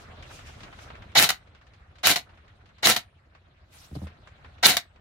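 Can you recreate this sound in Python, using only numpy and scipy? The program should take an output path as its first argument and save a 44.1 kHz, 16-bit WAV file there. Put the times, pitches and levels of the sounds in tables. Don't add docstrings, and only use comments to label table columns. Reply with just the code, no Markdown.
import sys
import numpy as np
from scipy import signal
from scipy.fft import rfft, irfft, next_fast_len
from scipy.io import wavfile
from scipy.ndimage import uniform_filter1d

SR = 44100
rng = np.random.default_rng(int(sys.argv[2]) if len(sys.argv) > 2 else 0)


def linear_from_db(decibels):
    return 10 ** (np.asarray(decibels, float) / 20)


def dump_mix(stems):
    frames = np.atleast_2d(stems).T
    limited = np.clip(frames, -1, 1)
    pcm = np.round(limited * 32767).astype(np.int16)
    wavfile.write(sys.argv[1], SR, pcm)


N = 220852

# motor start, spring let go, latch stops the gears, full load, all in seconds.
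CYCLES = [
    (1.152, 1.193, 1.29, 1.179),
    (2.033, 2.067, 2.159, 2.061),
    (2.827, 2.866, 2.962, 2.856),
    (4.629, 4.664, 4.767, 4.658),
]
# centre in Hz, width in Hz, level in dB.
GEAR_RING = [(2990, 170, -5), (3550, 170, -4), (3910, 190, 0), (4440, 220, -3), (5300, 700, -11),
             (6840, 300, -11)]
# centre in Hz, width in Hz, level in dB.
SHELL = [(708, 55, 2), (1000, 220, -8.5), (1340, 110, -7.5), (1566, 73, -2.5), (1926, 100, -1.5),
         (2220, 110, -2.5)]
# centre in Hz, width in Hz, level in dB.
BENCH_THUMP = [(117, 67, 0), (184, 97, -1), (286, 20, -2), (410, 44, -9.5)]


def gears():
    # frequency in Hz, level in dB per Hz.
    mesh_color = [(120, -36.5), (200, -9), (274, -10.5), (728, -9), (1240, -12), (1360, -4.5), (2800, -3),
                  (3910, -8), (7600, -10.5), (15000, -12.5), (16500, -32.5)]
    knocks, load = shaft_knocks(top_hz=300.0, spin_up=.018, jitter=.15)
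    knocks = np.array([knocks, np.roll(knocks, shift=40)])
    rattle = unit(rng.standard_normal((4, 2, N)) * linear_from_db(3 * rng.standard_normal((4, 2, N))))
    ring_gain, shell_gain, hiss_gain = levels(gear_stages(), fade=.003)

    drive = load * knocks + np.sqrt(1 - load ** 2) * rattle[0]
    slack = 0.49 * load * knocks + rattle[1]
    knock_tail = signal.lfilter([1], [1, -np.exp(-1 / (0.00074 * SR))], knocks)
    burst = 1 + 0.77 * unit(knock_tail)

    def played(excitation, gain, response):
        sound = filtered(gain * excitation, response)
        power = np.mean(np.abs(response(np.arange(SR // 2))) ** 2)
        return sound / np.std(excitation) / np.sqrt(power)

    ring = linear_from_db(-2.0) * played(drive, ring_gain, modes(GEAR_RING))
    shell = linear_from_db(-2.5) * played(slack, shell_gain, modes(SHELL))
    mesh = linear_from_db(4.5) * played(burst * rattle[2], hiss_gain, lambda f: linear_from_db(along(mesh_color, f)))
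    bench = linear_from_db(-13.5) * played(rattle[3], hiss_gain, modes(BENCH_THUMP))
    return ring + shell + mesh + bench


def shaft_knocks(top_hz, spin_up, jitter):
    t, speed, load = np.arange(N) / SR, np.full(N, 150.), np.full(N, .5)
    for start, let_go, stop, _ in CYCLES:
        running = (t > start) & (t < stop)
        speed[running] += top_hz * (1 - np.exp(-(t[running] - start) / spin_up))
        load[(t > start + .008) & (t < let_go)] = 0.63
    wobble = unit(uniform_filter1d(rng.standard_normal(N), size=60))
    turns = np.cumsum(speed / SR * (1 + jitter * wobble))
    new_turn = np.diff(np.floor(turns), prepend=0) > 0
    knocks = new_turn * linear_from_db(2.23 * rng.standard_normal(N))
    return knocks * np.sqrt(SR / speed), np.clip(load, 0, 1)


def gear_stages():
    # teeth catch again in seconds, winding effort in dB,
    # take-up jolt in dB, running on in dB, settling fall in dB per second.
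    run_on = [
        (1.237, 0, 5, 0.5, 500),
        (2.113, -2.5, -4.5, -0.5, 628),
        (2.908, -1, -5, 0.5, 685),
        (4.704, 3, 3, -0.5, 800),
    ]
    # gear ring, shell and mesh hiss in dB.
    first_db = (-33, -29, -42)
    jolt_level = (-21.5, -17.5, -38.5)
    full_load_db = (-10, -23.5, -25)
    release_db = (-15, -19.5, -19.5)
    free_db = (-27, -24, -24)
    slack_db = (-30.5, -30.5, -22.5)
    catch_db = (-16.5, -28.5, -24.5)
    coast_db = (-24.5, -30, -32.5)
    spent_db = (-36, -39.5, -44)
    settle_db = (-21.5, -25.5, -30.5)
    jolt_s, gap_before_s, gap_after_s = 0.0089, 0.0028, .01
    slack_s, coast_s = 0.0099, 0.018
    spent_s, settle_s, quiet_s = 0.0071, 0.0035, .09

    stages = []
    for (start, let_go, latch, loaded), (catch, effort_db, jolt_db, run_db, fall) in zip(CYCLES, run_on):
        winding = [(start, *np.add(first_db, jolt_db)),
                   (start + jolt_s, *np.add(jolt_level, jolt_db)),
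                   (loaded, *np.add(full_load_db, effort_db)),
                   (let_go - gap_before_s, *np.add(release_db, effort_db))]
        free = [(let_go + gap_after_s, free_db), (catch - slack_s, slack_db),
                (catch, catch_db), (catch + coast_s, coast_db)]
        running = [(s, *np.add(db, run_db)) for s, db in free] + [(latch - spent_s, *spent_db)]
        settling = [(latch + settle_s, *settle_db),
                    (latch + settle_s + quiet_s, *np.subtract(settle_db, fall * quiet_s))]
        stages += [winding, running, settling]
    return stages


def clacks():
    # thump in dB and t60 in seconds for the kind,
    # then rows of start in seconds, peak in dB, brightness in dB.
    slam = (-21.5, .025), [(1.197, -8, -10), (2.07, -8.5, -4.5), (2.87, -7, -11.5), (4.666, -10, 0)]
    tappet = (-25.5, 0.0096), [(1.225, -9, -11.5), (1.242, -14, -12.5), (2.102, -15, -8.5),
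              (2.113, -16.5, -19.5), (2.899, -11.5, -7.5), (4.698, -17, -5)]
    latch = (-36.5, 0.028), [(1.29, -15, -8), (1.303, -14.5, -10), (2.159, -16.5, -20),
             (2.962, -18.5, -16.5), (4.768, -14.5, -9)]
    # start in seconds, peak in dB.
    kicks = [
        (1.154, -10),
        (2.035, -17),
        (2.83, -12.5),
        (4.632, -9),
    ]
    crack, spit, push = np.zeros((2, N)), np.zeros((2, N)), np.zeros(N)
    t = np.arange(SR // 20) / SR
    contacts = [row + kind for kind, rows in (slam, tappet, latch) for row in rows]
    for s, db, bright_db, thump_db, t60 in contacts:
        add(crack, s, linear_from_db(db + 4) * snap(t60, [600, 5000], t))
        add(spit, s, linear_from_db(db + bright_db + 7.5) * snap(t60, [5000, 16000], t))
        add(spit, s, linear_from_db(db - 2) * snap(0.0016, [1200, 17500], t))
        add(push, s, linear_from_db(db + thump_db + 5.5 - 60 * t / 0.018))
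    for s, db in kicks:
        add(crack, s, linear_from_db(db - 3.5) * snap(0.038, [500, 4500], t))
    ringing = linear_from_db(0.5) * filtered(crack, modes(SHELL + GEAR_RING))
    return crack + ringing + spit + filtered(push, modes(BENCH_THUMP))


def spring():
    # frequency in Hz, level in dB, t60 in seconds.
    steady_notes = [(8320, -72, .4), (8700, -74, .35)]
    # frequency in Hz, level in dB.
    settled_notes = [(8400, -65), (9200, -71), (9200, -69.5), (7800, -67)]
    out, t = np.zeros(N), np.arange(SR // 2) / SR
    for (_, _, stop, _), (hz, coil_db) in zip(CYCLES, settled_notes):
        notes = steady_notes + [(hz, coil_db, 0.56)]
        drift = np.cumsum(.012 * rng.standard_normal(len(t)))
        add(out, stop, sum(linear_from_db(db - 60 * t / t60) * np.sin(2 * np.pi * f * t + drift) for f, db, t60 in notes))
    return out


def hand():
    # start in seconds, peak in dB, knock in dB.
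    landings = [
        (3.912, -30, -13),
        (3.925, -25.5, -31),
        (3.953, -26, -10.5),
        (3.96, -20.5, -14.5),
        (3.967, -20.5, -24),
        (3.989, -33, -14),
        (4.017, -24, -13),
        (4.027, -25.5, -16.5),
        (4.039, -25, -17),
        (4.068, -36, -10),
    ]
    # centre in Hz, width in Hz, level in dB.
    bench_top = [(79.2, 9.5, 2), (130.5, 18, -3), (195.4, 21, 3), (296, 43, -2.5), (370, 110, -7)]
    push, knock, t = np.zeros(N), np.zeros((2, N)), np.arange(SR // 20) / SR
    for s, db, knock_db in landings:
        add(push, s, linear_from_db(db + 13.5 - 60 * t / 0.014) * (1 - np.exp(-t / 0.0012)))
        add(knock, s, linear_from_db(db + knock_db + 15 - 60 * t / .035) * rng.standard_normal((2, len(t))))
    dull_knock = filtered(knock, lambda f: modes([(500, 550, 0)])(f) ** 2)
    return filtered(push, modes(bench_top)) + spread(dull_knock)


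def taps():
    dull = -35.5, [(0.632, -35, 1880), (0.727, -39.5, 1130), (0.902, -36.5, 890), (0.952, -41.5, 1320),
            (1.021, -41.5, 1380), (1.472, -51.5, 1210), (1.548, -47.5, 1520), (1.613, -50, 1417),
            (1.667, -49, 1640), (1.735, -48.5, 2404), (1.955, -48, 1700), (2.292, -48, 1010),
            (2.374, -49, 1250), (2.479, -50.5, 1620), (2.657, -50.5, 1927), (2.782, -46.5, 1810),
            (3.349, -46.5, 1077), (4.069, -40, 1380), (4.445, -42, 1016), (4.581, -47.5, 1240),
            (4.959, -50.5, 1100)]
    crisp = -11, [(0.224, -37.5, 2080), (0.39, -40.5, 1180), (0.46, -54, 1540), (0.604, -39.5, 1720),
             (0.787, -40, 1180), (1.117, -47, 1280), (1.984, -47, 2360), (2.69, -52.5, 993),
             (4.272, -42, 983)]
    out, t = np.zeros((2, N)), np.arange(SR // 8) / SR

    def puff(hz, q):
        peak = signal.iirpeak(hz, q, SR)
        once = signal.lfilter(*peak, rng.standard_normal((2, len(t))))
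        return unit(signal.lfilter(*peak, once))

    front = 1 - np.exp(-t / 0.00091)
    tail = linear_from_db(1.5 - 60 * t / 0.0076) + linear_from_db(-60 * t / 0.065) + linear_from_db(-2 - 60 * t / 0.18)
    for edge_db, rows in (dull, crisp):
        for s, db, hz in rows:
            body = puff(hz, q=0.41) + linear_from_db(edge_db) * puff(7200, q=2.1)
            add(out, s, linear_from_db(db - 8.0) * front * tail * body)
    return filtered(out, lambda f: 1 / (1 + 1j * f / 7000) ** 3)


def workshop():
    # time in seconds, level in dB.
    room_gain = [(0, -52), (.25, -51.5), (.68, -52.5), (1.1, -53.5), (1.25, -62.5), (1.97, -62.5),
                 (2.361, -61.5), (2.75, -62.5), (3.1, -65.5), (3.5, -66), (4.1, -60), (4.55, -58),
                 (4.85, -65.5), (5.01, -65)]
    # frequency in Hz, level in dB per Hz.
    rumble_color = [(12, -52.5), (20, -23.5), (37, -6), (80, 2), (156, -10.5), (179, -14), (282, -24),
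                    (400, -28), (520, -70), (880, -120)]
    wash_color = [(120, -25), (200, -6), (322, -7.5), (722, -4), (851, -8.5), (1140, -7.5), (1270, -6),
                  (4040, -17), (4770, -25), (16000, -50.5)]
    cuff_color = [(1470, -30), (2500, 3), (4220, -4.5), (4780, -1.5), (5800, -1), (13600, -20),
                  (15800, -24.5)]
    cloth_color = [(290, -34), (500, -6), (561, -24.5), (586, -13.5), (687, -3), (1080, -5.5), (3620, -2.5),
                   (11800, -11.5), (15800, -18)]
    # full strength at in seconds, held in seconds, level in dB,
    # swell in dB per second, fade in dB per second.
    cuff_strokes = [
        (0, 0.021, -56, 300, 302),
        (.33, 0.032, -49.5, 226, 180),
        (.47, 0.0051, -54.5, 800, 150),
        (.606, .02, -63.5, 106, 69.5),
        (.826, .01, -54.5, 218, 240),
    ]
    arm_strokes = [
        (3.74, .11, -55.5, 550, 201),
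        (3.956, 0.0017, -54.5, 1600, 505),
        (4.04, .01, -61, 109.8, 410),
    ]
    gain_db = np.interp(np.arange(N) / SR, *np.transpose(room_gain))
    cuff = strokes(cuff_strokes) * pair(cuff_color, patchy_db=1.5)
    arm = linear_from_db(1.5) * strokes(arm_strokes) * pair(cloth_color, patchy_db=3.0)
    rumble_db = -55 + 0.9 * (gain_db - gain_db.mean())
    rumble = linear_from_db(rumble_db) * pair(rumble_color, patchy_db=1.5)
    wash = linear_from_db(gain_db + 1.0) * pair(wash_color, patchy_db=3)
    return rumble + wash + cuff + arm


def strokes(rows):
    t, pressure = np.arange(N) / SR, 0
    for s, held, db, swell, fade in rows:
        pressure = pressure + linear_from_db(db - swell * np.maximum(s - t, 0) - fade * np.maximum(t - s - held, 0))
    return pressure


def pair(spectrum, patchy_db):
    z = signal.stft(rng.standard_normal((2, N)), nperseg=256)[2]
    field = uniform_filter1d(rng.standard_normal(z.shape[1:]), size=8, axis=0)
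    field = uniform_filter1d(field, size=8, axis=1)
    two = signal.istft(z * linear_from_db(patchy_db * unit(field)), nperseg=256)[1][:, :N]
    return unit(spread(filtered(two, lambda hz: linear_from_db(along(spectrum, hz)))))


def scattered(x, decay, length):
    hz, t, z = signal.stft(rng.standard_normal((2, round(length * SR))), SR, nperseg=256)
    tail = signal.istft(z * linear_from_db(-60 * t / along(decay, hz)[:, None]), SR, nperseg=256)[1]
    return signal.fftconvolve(x[None], tail / np.linalg.norm(tail[0]), axes=1)[:, :N]


def spread(two, alike=None):
    # frequency in Hz, left-right likeness.
    room_alike = [(60, 1), (240, 0.89), (950, 0.05), (3770, -0.77), (15000, -1.1)]
    likeness = room_alike if alike is None else alike
    turn = lambda hz: np.arccos(np.clip(along(likeness, hz), 0, 1)) / 2
    mid, side = filtered(two, lambda hz: np.array([np.cos(turn(hz)), np.sin(turn(hz))]))
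    return np.array([mid + side, mid - side])


def snap(t60, band_hz, t):
    burst = linear_from_db(-60 * t / t60) * (1 - np.exp(-t / 0.00037)) * rng.standard_normal((2, len(t)))
    burst = signal.sosfilt(signal.butter(2, band_hz, "band", fs=SR, output="sos"), burst)
    return burst / np.abs(burst).max(axis=1, keepdims=True)


def modes(table):
    def response(f):
        total = 0
        for k, (centre, width, db) in enumerate(table):
            damping = 1j * f * width
            total = total + (-1) ** k * linear_from_db(db) * damping / (centre * centre - f * f + damping)
        return total
    return response


def filtered(x, response):
    m = next_fast_len(N + SR // 2)
    return irfft(rfft(x, m) * response(np.fft.rfftfreq(m, 1 / SR)), m)[..., :N]


def levels(tables, fade):
    t, out = np.arange(N) / SR, 0
    for rows in tables:
        s, *cols = np.transpose(rows)
        gate = np.clip(np.minimum(t - s[0], (s[-1] - t) / 2) / fade + 1, 0, 1)
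        out = np.maximum(out, gate * linear_from_db(np.array([np.interp(t, s, c) for c in cols])))
    return out


def along(points, hz):
    f, v = np.transpose(points)
    return np.interp(np.log(hz + 1), np.log(f + 1), v)


def unit(x):
    return x / np.sqrt(np.mean(x ** 2) + 1e-20)


def add(track, s, sound):
    part = track[..., round(s * SR):round(s * SR) + sound.shape[-1]]
    part += sound[..., :part.shape[-1]]


def scene():
    # frequency in Hz, left-right likeness.
    gun_alike = [(60, 1), (290, 0.94), (640, 0.65), (1400, 0.22), (3100, 0.041), (15000, .02)]
    # frequency in Hz, t60 in seconds.
    wall_decay = [(200, .18), (2000, 0.18), (5000, 0.12), (12000, 0.11)]
    gun = gears() + clacks() + spring()
    walls = linear_from_db(-14) * scattered(np.pad(gun[0], (300, 0)), wall_decay, length=.4)
    return spread(gun, gun_alike) + walls + hand() + taps() + workshop()


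def low_pass(x):
    return signal.sosfilt(signal.butter(12, 16990, fs=SR, output="sos"), x)


def record(dry):
    limited = dry / (1 + np.abs(dry / .95) ** 6) ** (1 / 6)
    mix = filtered(limited, lambda f: 1 / (1 + (f / 15950) ** 120))
    return low_pass(mix)


dry = scene()
out = record(dry)
dump_mix(out)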